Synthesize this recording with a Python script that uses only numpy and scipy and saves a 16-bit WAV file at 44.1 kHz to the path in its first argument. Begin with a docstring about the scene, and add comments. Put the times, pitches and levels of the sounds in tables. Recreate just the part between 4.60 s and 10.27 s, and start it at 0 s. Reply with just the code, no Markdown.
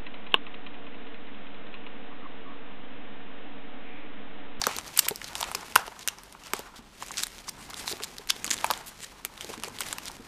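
"""Turning plastic sleeves in a ring binder

A hand turns stiff clear sleeves on a table in a quiet room. The film snaps as it buckles,
pockets of air and card pop, pages knock on the stack and slide on each other in stick-slip grains.
Faint crackle and rustle follow the handling, over a steady bed of room tone."""
import sys
import numpy as np
from scipy import signal
from scipy.fft import rfft, irfft, next_fast_len
from scipy.io import wavfile

SR = 44100
rng = np.random.default_rng(int(sys.argv[2]) if len(sys.argv) > 2 else 0)


def digitize_waveform(pressure):
    """Quantize a signal to 16-bit integers and store it at the path in sys.argv[1].

    Rows of a 2-D input are taken as channels; values are limited to [-1, 1].
    """
    field = np.atleast_2d(pressure).T
    bounded = np.clip(field, -1, 1)
    quanta = np.round(bounded * 32767).astype(np.int16)
    wavfile.write(sys.argv[1], SR, quanta)


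N = 250047

# EQ curves of the room tone, the handling rumble and the film's hiss: frequency_hz, gain_db
ROOM_TONE_EQ = [(12, -68), (20, 1), (48, 2.5), (98, -33.5), (149, -18.5), (187, -7.5), (335, -32),
                (570, -17), (674, -48), (1350, -61), (2960, -21), (11600, -44), (15800, -86)]
RUMBLE_EQ = [(32, -31), (55, -4), (157, -4), (231, -1), (400, -6), (520, -12), (880, -120)]
FILM_EQ = [(710, 1), (1200, -3), (2010, 1.5), (2800, 0), (6440, -3.5), (12400, -10), (14400, -20),
           (15500, -8)]
# Resonances of the cards in their pockets: centre_hz, width_hz, gain_db
CARD_RESONANCES = [(803, 930, -38), (920, 450, -7), (1300, 360, -21.5)]
# Fader moves for the handling noise: time_s, film_db, card_db, rumble_db
HANDLING_FADERS = [(0.0, -43.5, -44.5, -55), (0.16, -46.5, -50, -55), (0.57, -47.5, -58, -57.5),
                   (0.79, -48.5, -44.5, -54.5), (0.98, -46, -50.5, -54.5), (1.2, -51, -55.5, -60.5),
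                   (1.75, -57.5, -55.5, -59.5), (2.02, -54.5, -48.5, -61), (2.18, -63.5, -53, -59),
                   (2.45, -45.5, -66.5, -62.5), (2.61, -44.5, -61, -70), (2.95, -52.5, -52, -52.5),
                   (3.25, -46, -50, -53.5), (3.63, -51.5, -57, -57.5), (3.79, -45, -52.5, -54),
                   (4.03, -42.5, -48.5, -53), (4.36, -47, -58.5, -59.5), (4.67, -53, -55.5, -59),
                   (4.85, -48, -53, -55.5), (5.05, -49, -51, -51.5), (5.27, -44.5, -54.5, -55),
                   (5.67, -54, -53, -54.5)]
# Film sliding on film: start_s, length_s, gain_db, swell_db, centre_hz, treble_db
FILM_SLIDES = [(0.031, 0.061, -49.5, -12, 3870, -22), (0.066, 0.15, -50.5, -5, 2480, -27),
               (0.36, 0.04, -42.5, -2, 2620, -12), (0.389, 0.011, -28, -19, 4300, -26),
               (0.447, 0.022, -44.5, -6, 3500, -21), (0.668, 0.017, -52, 6, 3900, -11),
               (0.747, 0.089, -54.5, -8, 4540, 1), (1.403, 0.034, -54.5, 9, 3780, -6),
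               (1.841, 0.055, -57, -5, 2820, -20), (1.926, 0.1, -56.5, -15, 3370, -7),
               (2.153, 0.044, -58, 0, 3560, -4), (2.573, 0.041, -40, -12, 5000, -27),
               (2.605, 0.04, -47, 25, 5150, -3), (2.868, 0.029, -48.5, 21, 5200, -17),
               (2.974, 0.09, -57.5, 0, 7400, -29), (3.103, 0.013, -52, -7, 4030, -19),
               (3.157, 0.056, -47.5, 4, 6860, -24), (3.248, 0.0832, -47, 17, 3950, 1.5),
               (3.419, 0.035, -48.5, 11, 4360, -14), (3.686, 0.022, -36.5, 29, 4550, -28),
               (3.915, 0.033, -39, 5, 6400, -26), (4.256, 0.046, -56, -1, 9400, 11.5),
               (4.407, 0.045, -48.5, 17, 6700, -27), (4.889, 0.02, -51, 1, 2270, 0.5),
               (4.926, 0.023, -51, 1, 2800, -7), (5.04, .052, -55, -2, 2300, -6),
               (5.18, 0.073, -60, -8, 2740, 8), (5.458, 0.034, -48.5, 9, 3680, -19)]
# A page knocks on the stack: peak_time_s, peak_db, pitch_hz
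PAGE_KNOCKS = [(.0729, -18, 437), (.1649, -33.5, 407), (.4695, -33, 415), (.5111, -23.5, 416),
               (.9541, -34, 372), (1.163, -41, 90), (1.2811, -37.5, 393), (1.9399, -24.5, 430),
               (1.9953, -28, 430), (2.1931, -41, 227), (3.3148, -32.5, 420), (3.3338, -28, 390),
               (3.4051, -35, 420), (3.5964, -38, 410), (3.877, -37, 253), (3.9142, -32.5, 246),
               (4.0448, -56, 580), (4.1123, -25.5, 575), (4.652, -37, 382), (4.8459, -32, 402),
               (4.8935, -31.5, 425), (4.9022, -28.5, 409.5), (4.9189, -35, 410), (4.98, -35, 226),
               (5.05, -35, 400), (5.0784, -33.5, 420), (5.2218, -33.5, 480), (5.5999, -36, 225)]
# A pocket of air and card pops: peak_time_s, peak_db, pitch_hz
POCKET_POPS = [(.0194, -23.5, 910), (.0414, -18.5, 1830), (.0692, -11, 1340), (.0766, -26.5, 720),
               (.1863, -26, 1080), (.3774, -25, 1380), (.3938, -22, 1390), (.4676, -27.5, 1120),
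               (.4826, -25, 1510), (.6173, -24, 1650), (.7576, -30, 900), (.812, -26.5, 893),
               (.8302, -20, 1030), (.9161, -26.5, 950), (.9494, -21, 1080), (1.082, -36, 1230),
               (1.161, 0.5, 1136), (1.2803, -28.5, 880), (1.4763, -17, 1790), (1.7511, -32, 1040),
               (1.936, -17.5, 1240), (2.4259, -24.5, 1160), (2.5087, -26, 1100), (2.8831, -30, 1090),
               (3.104, -33.5, 950), (3.1347, -31, 1450), (3.2447, -34, 910), (3.2784, -27.5, 1094),
               (3.4019, -29, 1110), (3.6999, -33, 1730), (3.8545, -32, 1070), (3.8814, -30.5, 1160),
               (3.9144, -25, 1630), (4.045, -10, 970), (4.1042, -12.5, 915), (4.1113, -14, 1060),
               (4.6514, -31, 1210), (4.939, -29, 1100), (5.037, -23.5, 1110), (5.0848, -32.5, 890),
               (5.2083, -23.5, 1300), (5.3288, -25.5, 1400), (5.3855, -27.5, 1080), (5.4997, -32, 1080)]
# The film buckles: peak_time_s, peak_db, centre_hz, nominal_length_ms, treble_db
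FILM_SNAPS = [(0.0172, -11, 4480, 5.9, -33), (0.0394, -11.5, 4300, 0.68, -30), (0.0686, -8, 6000, 1.3, 2),
              (0.1654, -15, 3980, 0.9, 3), (0.186, -16, 6100, 1.8, -26), (0.279, -28, 4500, 1.4, -14),
              (.3753, -7, 11400, 2.0, 23), (0.392, 0, 12800, 3.1, 33), (.4467, -23, 3150, 1.6, -4),
              (0.4528, -24, 4670, 1.1, -5), (.4822, -25, 2170, 0.48, -23), (.4859, -4.5, 8000, 0.75, 4.5),
              (.51, -23.5, 3700, 1.7, -20), (.5592, -17, 5070, 0.66, 1), (0.616, -24, 2930, 3.8, -33),
              (.6434, -20.5, 3850, 0.23, -32), (.681, -24.5, 9600, .7, -10), (0.6865, -26, 3600, 0.63, -16),
              (0.7539, -17, 3280, 1.93, -25), (.7812, -23, 4670, 1.5, -1), (.8028, -28, 7400, .8, -10),
              (.807, -18, 5040, 1.0, -3), (0.8112, -16, 11900, 1.9, -7), (0.8285, -14.5, 3800, 1.9, -35),
              (0.8414, -17.5, 2370, 0.74, -35), (0.916, -18, 8500, 0.37, -9), (0.949, -12, 2360, 1.14, 1),
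              (0.9519, -12, 4700, 2.0, -5), (1.01, -27, 5600, 0.67, -16), (1.1231, -29, 2800, 1.4, -20),
              (1.1568, -1, 9100, 0.7, -26), (1.1603, -3, 9900, 2.1, -6), (1.161, -8, 2250, 0.98, -19),
              (1.1753, -18.5, 3610, .7, 0), (1.1963, -29, 11600, .64, 0), (1.2676, -27, 10000, 1.1, -10),
              (1.279, -28.5, 2750, 1.9, -20), (1.393, -24.5, 5750, 0.35, -33),
              (1.4761, -4.5, 13700, 0.22, 6), (1.477, -13.5, 11550, 1.4, 21),
              (1.4858, -10.5, 2880, 2.1, -10), (1.5858, -29.5, 5230, .81, -16), (1.6346, -32, 8250, 1.3, 0),
              (1.661, -41, 4000, .8, -7), (1.7255, -28, 8250, 0.4, 2), (1.837, -34, 2870, 1.6, -11),
              (1.863, -37, 4800, 1.0, -8), (1.87, -28.5, 4530, 0.49, -4), (1.935, -11, 2050, 3, -2),
              (1.9662, -23, 6460, .73, -22), (1.9926, -25, 2980, 1.7, 6), (2.424, -23.5, 6700, 1.1, -20),
              (2.464, -25.5, 11500, 0.91, -7), (2.4844, -24, 6400, 0.36, -18), (2.517, -21, 6100, 0.77, -9),
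              (2.541, -27, 2160, 1.5, -13), (2.5721, -16, 3800, 0.72, -14), (2.5895, -31, 5850, 1.6, -22),
              (2.635, -9, 3930, 2.34, -4), (2.6685, -22.5, 8050, 1.3, -23), (2.7892, -28, 3300, 1.5, -23),
              (2.888, -25, 5300, 1.5, -18), (2.8947, -17, 4970, 1.3, 3), (3.101, -28.5, 9850, 2, -5),
              (3.135, -29, 5000, .9, -4), (3.143, -21, 3320, 1.3, -10), (3.2786, -12, 3830, 1.3, -29),
              (3.3096, -36, 4130, 1.5, -8), (3.3264, -18.5, 3440, 0.92, -21), (3.378, -37, 10000, 1.5, 6),
              (3.402, -30, 2180, .92, -22), (3.4228, -24, 2650, 1.2, -16), (3.436, -13.5, 3500, .85, -4),
              (3.4426, -18.5, 7300, 2.1, -16), (3.5836, -22.5, 4080, 3.6, -9),
              (3.6737, -27, 11000, 0.61, -7), (3.6963, -28, 5360, 1.6, -16), (3.7045, -5, 3160, 0.88, -29),
              (3.8448, -11, 6850, 0.67, -26), (3.852, -20, 6760, 1.3, -23), (3.865, -16.5, 4620, 0.45, -20),
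              (3.878, -17.5, 3300, 1.0, -16), (3.8953, -22, 7100, .54, -16), (3.905, -13.5, 6600, 2.2, -31),
              (3.9098, -8.5, 4270, 0.51, -29), (3.9132, -5, 6650, .9, -32), (3.935, -18, 7400, 0.78, -19),
              (3.9403, -23, 7700, .7, -16), (3.9788, -24.5, 3230, 1.8, -28), (3.9876, -21.5, 3200, .8, -26),
              (4.0445, -11, 2410, 0.67, -1.5), (4.0656, -20, 5600, 0.53, -5),
              (4.1039, -15, 3680, 0.84, -25), (4.1106, -7.5, 12600, 0.41, 2.5),
              (4.1374, -16, 3280, .9, -32), (4.176, -24.5, 6900, 0.66, -13), (4.65, -12.5, 2550, 1.2, 4.5),
              (4.7774, -25.5, 3800, 0.96, -20), (4.8096, -18, 3140, 0.45, -22),
              (4.8153, -30, 8300, 1.2, -8.5), (4.846, -24.5, 4200, 2.1, -6), (4.978, -27, 2240, .7, -13),
              (5.036, -14, 2550, 0.3, -5), (5.046, -23, 4180, 0.96, -10), (5.0835, -25.5, 6600, 1.2, -12),
              (5.1873, -20.5, 3450, .86, -11), (5.2069, -14.5, 8000, 1.3, 0),
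              (5.21, -21.5, 2197, 0.67, -19.5), (5.2138, -26, 2410, 2.3, -16),
              (5.2169, -20, 3020, 0.86, -20), (5.2213, -24, 2790, 1.6, -17), (5.235, -26, 2440, 1.6, -19),
              (5.2868, -23, 9600, 1.0, -18), (5.3284, -13.5, 7320, 1.37, -33), (5.384, -20, 2760, 1.8, -2),
              (5.4564, -22, 5200, 0.52, -1), (5.483, -27, 7500, 2.4, -19), (5.5164, -28, 5300, 2.2, -5)]

ROOM_TONE_DB = -58.5
REVERB_DB, REVERB_T60_S, WALL_CUT_HZ = -22.5, .3, 8100
SHAKE_DB, SHAKE_RISE_S, SHAKE_FALL_S = -31.5, 0.025, 0.054
CRACK_BAND_HZ, FIZZ_BAND_HZ = (1350, 7200), (7200, 14500)
SETTLE_DELAY_S, SETTLE_LOSS_DB = .004, 19.5
HIGH_CUT_HZ = 14950


def from_db(db):
    """Decibels to gain."""
    return 10 ** (np.asarray(db) / 20)


def unit_rms(x):
    """Scale to an rms of 1."""
    return x / np.sqrt(np.mean(x ** 2) + 1e-20)


def place_hit(out, time_s, hit, peak_db):
    """Mix in a short hit, lined up and levelled by its peak."""
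    peak = np.abs(hit).argmax()
    start = max(round(time_s * SR) - peak, 0)
    out[start:start + len(hit)] += (from_db(peak_db) * hit / np.abs(hit[peak]))[:N - start]


def resonance(x, hz, width_hz):
    """Two-pole band-pass with unity gain at its peak."""
    r = np.exp(-np.pi * width_hz / SR)
    gain = (1 - r * r) / 2
    return signal.lfilter([gain, 0, -gain], [1, -2 * r * np.cos(2 * np.pi * hz / SR), r * r], x)


def equalise(x, curve):
    """Shape x with an EQ curve and bring it to unit rms."""
    size = next_fast_len(N)
    hz, db = np.transpose(curve)
    bins_hz = np.arange(size // 2 + 1) * SR / size
    gain = from_db(np.interp(np.log(bins_hz + 1), np.log(hz), db))
    return unit_rms(irfft(rfft(x, size) * gain, size)[:N])


def drift(rate_hz):
    """A smooth random modulator of unit rms."""
    r = np.exp(-2 * np.pi * rate_hz / SR)
    return unit_rms(signal.lfilter([1], [1, -2 * r, r * r], rng.standard_normal(N + SR))[SR:])


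def grains(per_s, spread_db):
    """Tiny random clicks of uneven size."""
    sizes = from_db(spread_db * np.minimum(rng.exponential(1, N), 5)) * rng.choice([-1, 1], N)
    return unit_rms(sizes * (rng.random(N) < per_s / SR))


def room_tone():
    """The bed: steady, bass-heavy noise of a quiet room."""
    return from_db(ROOM_TONE_DB) * equalise(rng.standard_normal(N), ROOM_TONE_EQ)


def room_reverb(x):
    """The walls return a dense, dull tail that starts a few milliseconds late."""
    t = np.arange(SR // 2) / SR
    tail = rng.standard_normal(len(t)) * from_db(-60 * t / REVERB_T60_S) * (t > .004)
    tail = signal.lfilter(*signal.butter(1, WALL_CUT_HZ, fs=SR), tail)
    return signal.fftconvolve(x, tail / np.sqrt(np.sum(tail ** 2)))[:N]


def card_shake_envelope():
    """Each pop leaves the cards shaking: quick attack, slower release."""
    kicks, t = np.zeros(N), np.arange(SR // 2) / SR
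    for time_s, peak_db, _ in POCKET_POPS:
        kicks[round(time_s * SR)] = from_db(peak_db + SHAKE_DB)
    envelope = (1 - np.exp(-t / SHAKE_RISE_S)) * np.exp(-t / SHAKE_FALL_S)
    return signal.fftconvolve(kicks, envelope)[:N]


def handling_rustle(crackle_db):
    """Film hisses and crackles faintly, cards murmur in their pockets, a low rumble wavers below."""
    times_s, *faders_db = np.transpose(HANDLING_FADERS)
    t = np.arange(N) / SR
    film_gain, card_gain, rumble_gain = (from_db(np.interp(t, times_s, db)) for db in faders_db)
    hiss = rng.standard_normal(N) * from_db(2.86 * drift(14) + 2 * drift(86))
    crackle = from_db(crackle_db) * grains(per_s=150, spread_db=4)
    film = equalise(hiss + crackle, FILM_EQ)
    flutter = rng.standard_normal(N) * from_db(2.8 * drift(30))
    cards = unit_rms(sum(from_db(db) * resonance(flutter, hz, width) for hz, width, db in CARD_RESONANCES))
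    rumble = equalise(rng.standard_normal(N) * from_db(0.5 * drift(29)), RUMBLE_EQ)
    return film * film_gain + cards * (card_gain + card_shake_envelope()) + rumble * rumble_gain


def film_patch(drive, hz, q, treble_db, crack_db):
    """A patch of film rings around its own pitch, layered with a broad crack and bright fizz."""
    body = resonance(resonance(drive, hz, hz / q), hz, hz / 1.2)
    crack = signal.sosfilt(signal.butter(2, CRACK_BAND_HZ, "band", fs=SR, output="sos"), drive)
    fizz = signal.sosfilt(signal.butter(2, FIZZ_BAND_HZ, "band", fs=SR, output="sos"), drive)
    return unit_rms(body) + from_db(crack_db) * unit_rms(crack) - from_db(treble_db) * unit_rms(fizz)


def film_slides(q, crack_db):
    """Dense stick-slip grains under each stroke, coloured by the patch that rubs."""
    out = np.zeros(N)
    friction = grains(per_s=8000, spread_db=3) * from_db(1.5 * drift(200))
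    for start_s, length_s, gain_db, swell_db, hz, treble_db in FILM_SLIDES:
        span = np.arange(round(start_s * SR), round((start_s + length_s) * SR))
        swell = from_db(gain_db + swell_db * np.linspace(-.5, .5, len(span)))
        fades = signal.windows.tukey(len(span), .4)
        out[span] += swell * fades * film_patch(friction[span], hz, q, treble_db, crack_db)
    return out


def soft_hits(hits, q, partial_ratio, partial_db, grit, thump_ratio, thump_db):
    """A soft push rings a damped tone and one more partial; the air pushed out adds a thump."""
    out, t = np.zeros(N), np.arange(1600) / SR
    for time_s, peak_db, hz in hits:
        roughness = grit * rng.standard_normal(len(t)) * np.exp(-t * hz * 0.43)
        push = np.exp(-t * hz * 14.54) * t * hz + roughness
        tone = resonance(push, hz, hz / q)
        partial = from_db(partial_db) * resonance(push, partial_ratio * hz, hz / q)
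        thump = from_db(thump_db) * resonance(push, thump_ratio * hz, 0.41 * thump_ratio * hz)
        cutoff_hz = 2.4 * max(partial_ratio, 1) * hz   # a soft contact has no top end
        hit = signal.lfilter(*signal.butter(2, cutoff_hz, fs=SR), tone - partial + thump)
        place_hit(out, time_s, -hit, peak_db)
    return out


def page_knocks():
    """Pages land on the stack with a low, dull knock."""
    return soft_hits(PAGE_KNOCKS, q=4.5, partial_ratio=2.1, partial_db=-8,
                     grit=.033, thump_ratio=.53, thump_db=-12)


def pocket_pops():
    """Pockets of air and card give a tight midrange pop."""
    return soft_hits(POCKET_POPS, q=2.4, partial_ratio=.75, partial_db=-4,
                     grit=.02, thump_ratio=.4, thump_db=-17)


def film_snaps(q, crack_db, decay_share, tail_db, tail_s):
    """A buckle runs along a crease: a burst of noise, a dying crackle, a weaker snap as it settles."""
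    out, t = np.zeros(N), np.arange(-200, 900) / SR
    noise_pairs = rng.standard_normal((len(FILM_SNAPS), 2, len(t)))
    delays_s = SETTLE_DELAY_S * np.exp(.3 * rng.standard_normal(len(FILM_SNAPS)))
    for (time_s, peak_db, hz, length_ms, treble_db), pair, delay_s in zip(FILM_SNAPS, noise_pairs, delays_s):
        decay_s = decay_share * max(length_ms, .2) / 1000
        burst = np.exp(-np.abs(t) / np.where(t < 0, .2 * decay_s, decay_s))   # attack faster than decay
        tail = from_db(tail_db) * np.exp(-np.abs(t) / tail_s) * (t > 0)
        snap, settle = (film_patch(noise * (burst + tail), hz, q, treble_db, crack_db) for noise in pair)
        place_hit(out, time_s, snap, peak_db)
        place_hit(out, time_s + delay_s, settle, peak_db - SETTLE_LOSS_DB)
    return out


def scene():
    """Mono mix: the sleeves and their reverb over handling rustle and room tone."""
    sleeves = film_snaps(q=4.5, crack_db=-0.5, decay_share=0.41, tail_db=-26.5, tail_s=0.0078)
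    sleeves += pocket_pops() + page_knocks() + film_slides(q=2.6, crack_db=6)
    bed = room_tone()
    reverb = from_db(REVERB_DB) * room_reverb(sleeves)
    return (sleeves + reverb + handling_rustle(crackle_db=-6) + bed)[None]


def record(dry):
    """Hard-clip the loudest peaks, then apply a steep high cut."""
    high_cut = signal.ellip(8, .5, 60, HIGH_CUT_HZ, fs=SR, output="sos")
    return signal.sosfilt(high_cut, np.clip(dry, -1, 1))


dry = scene()
out = record(dry)
digitize_waveform(out)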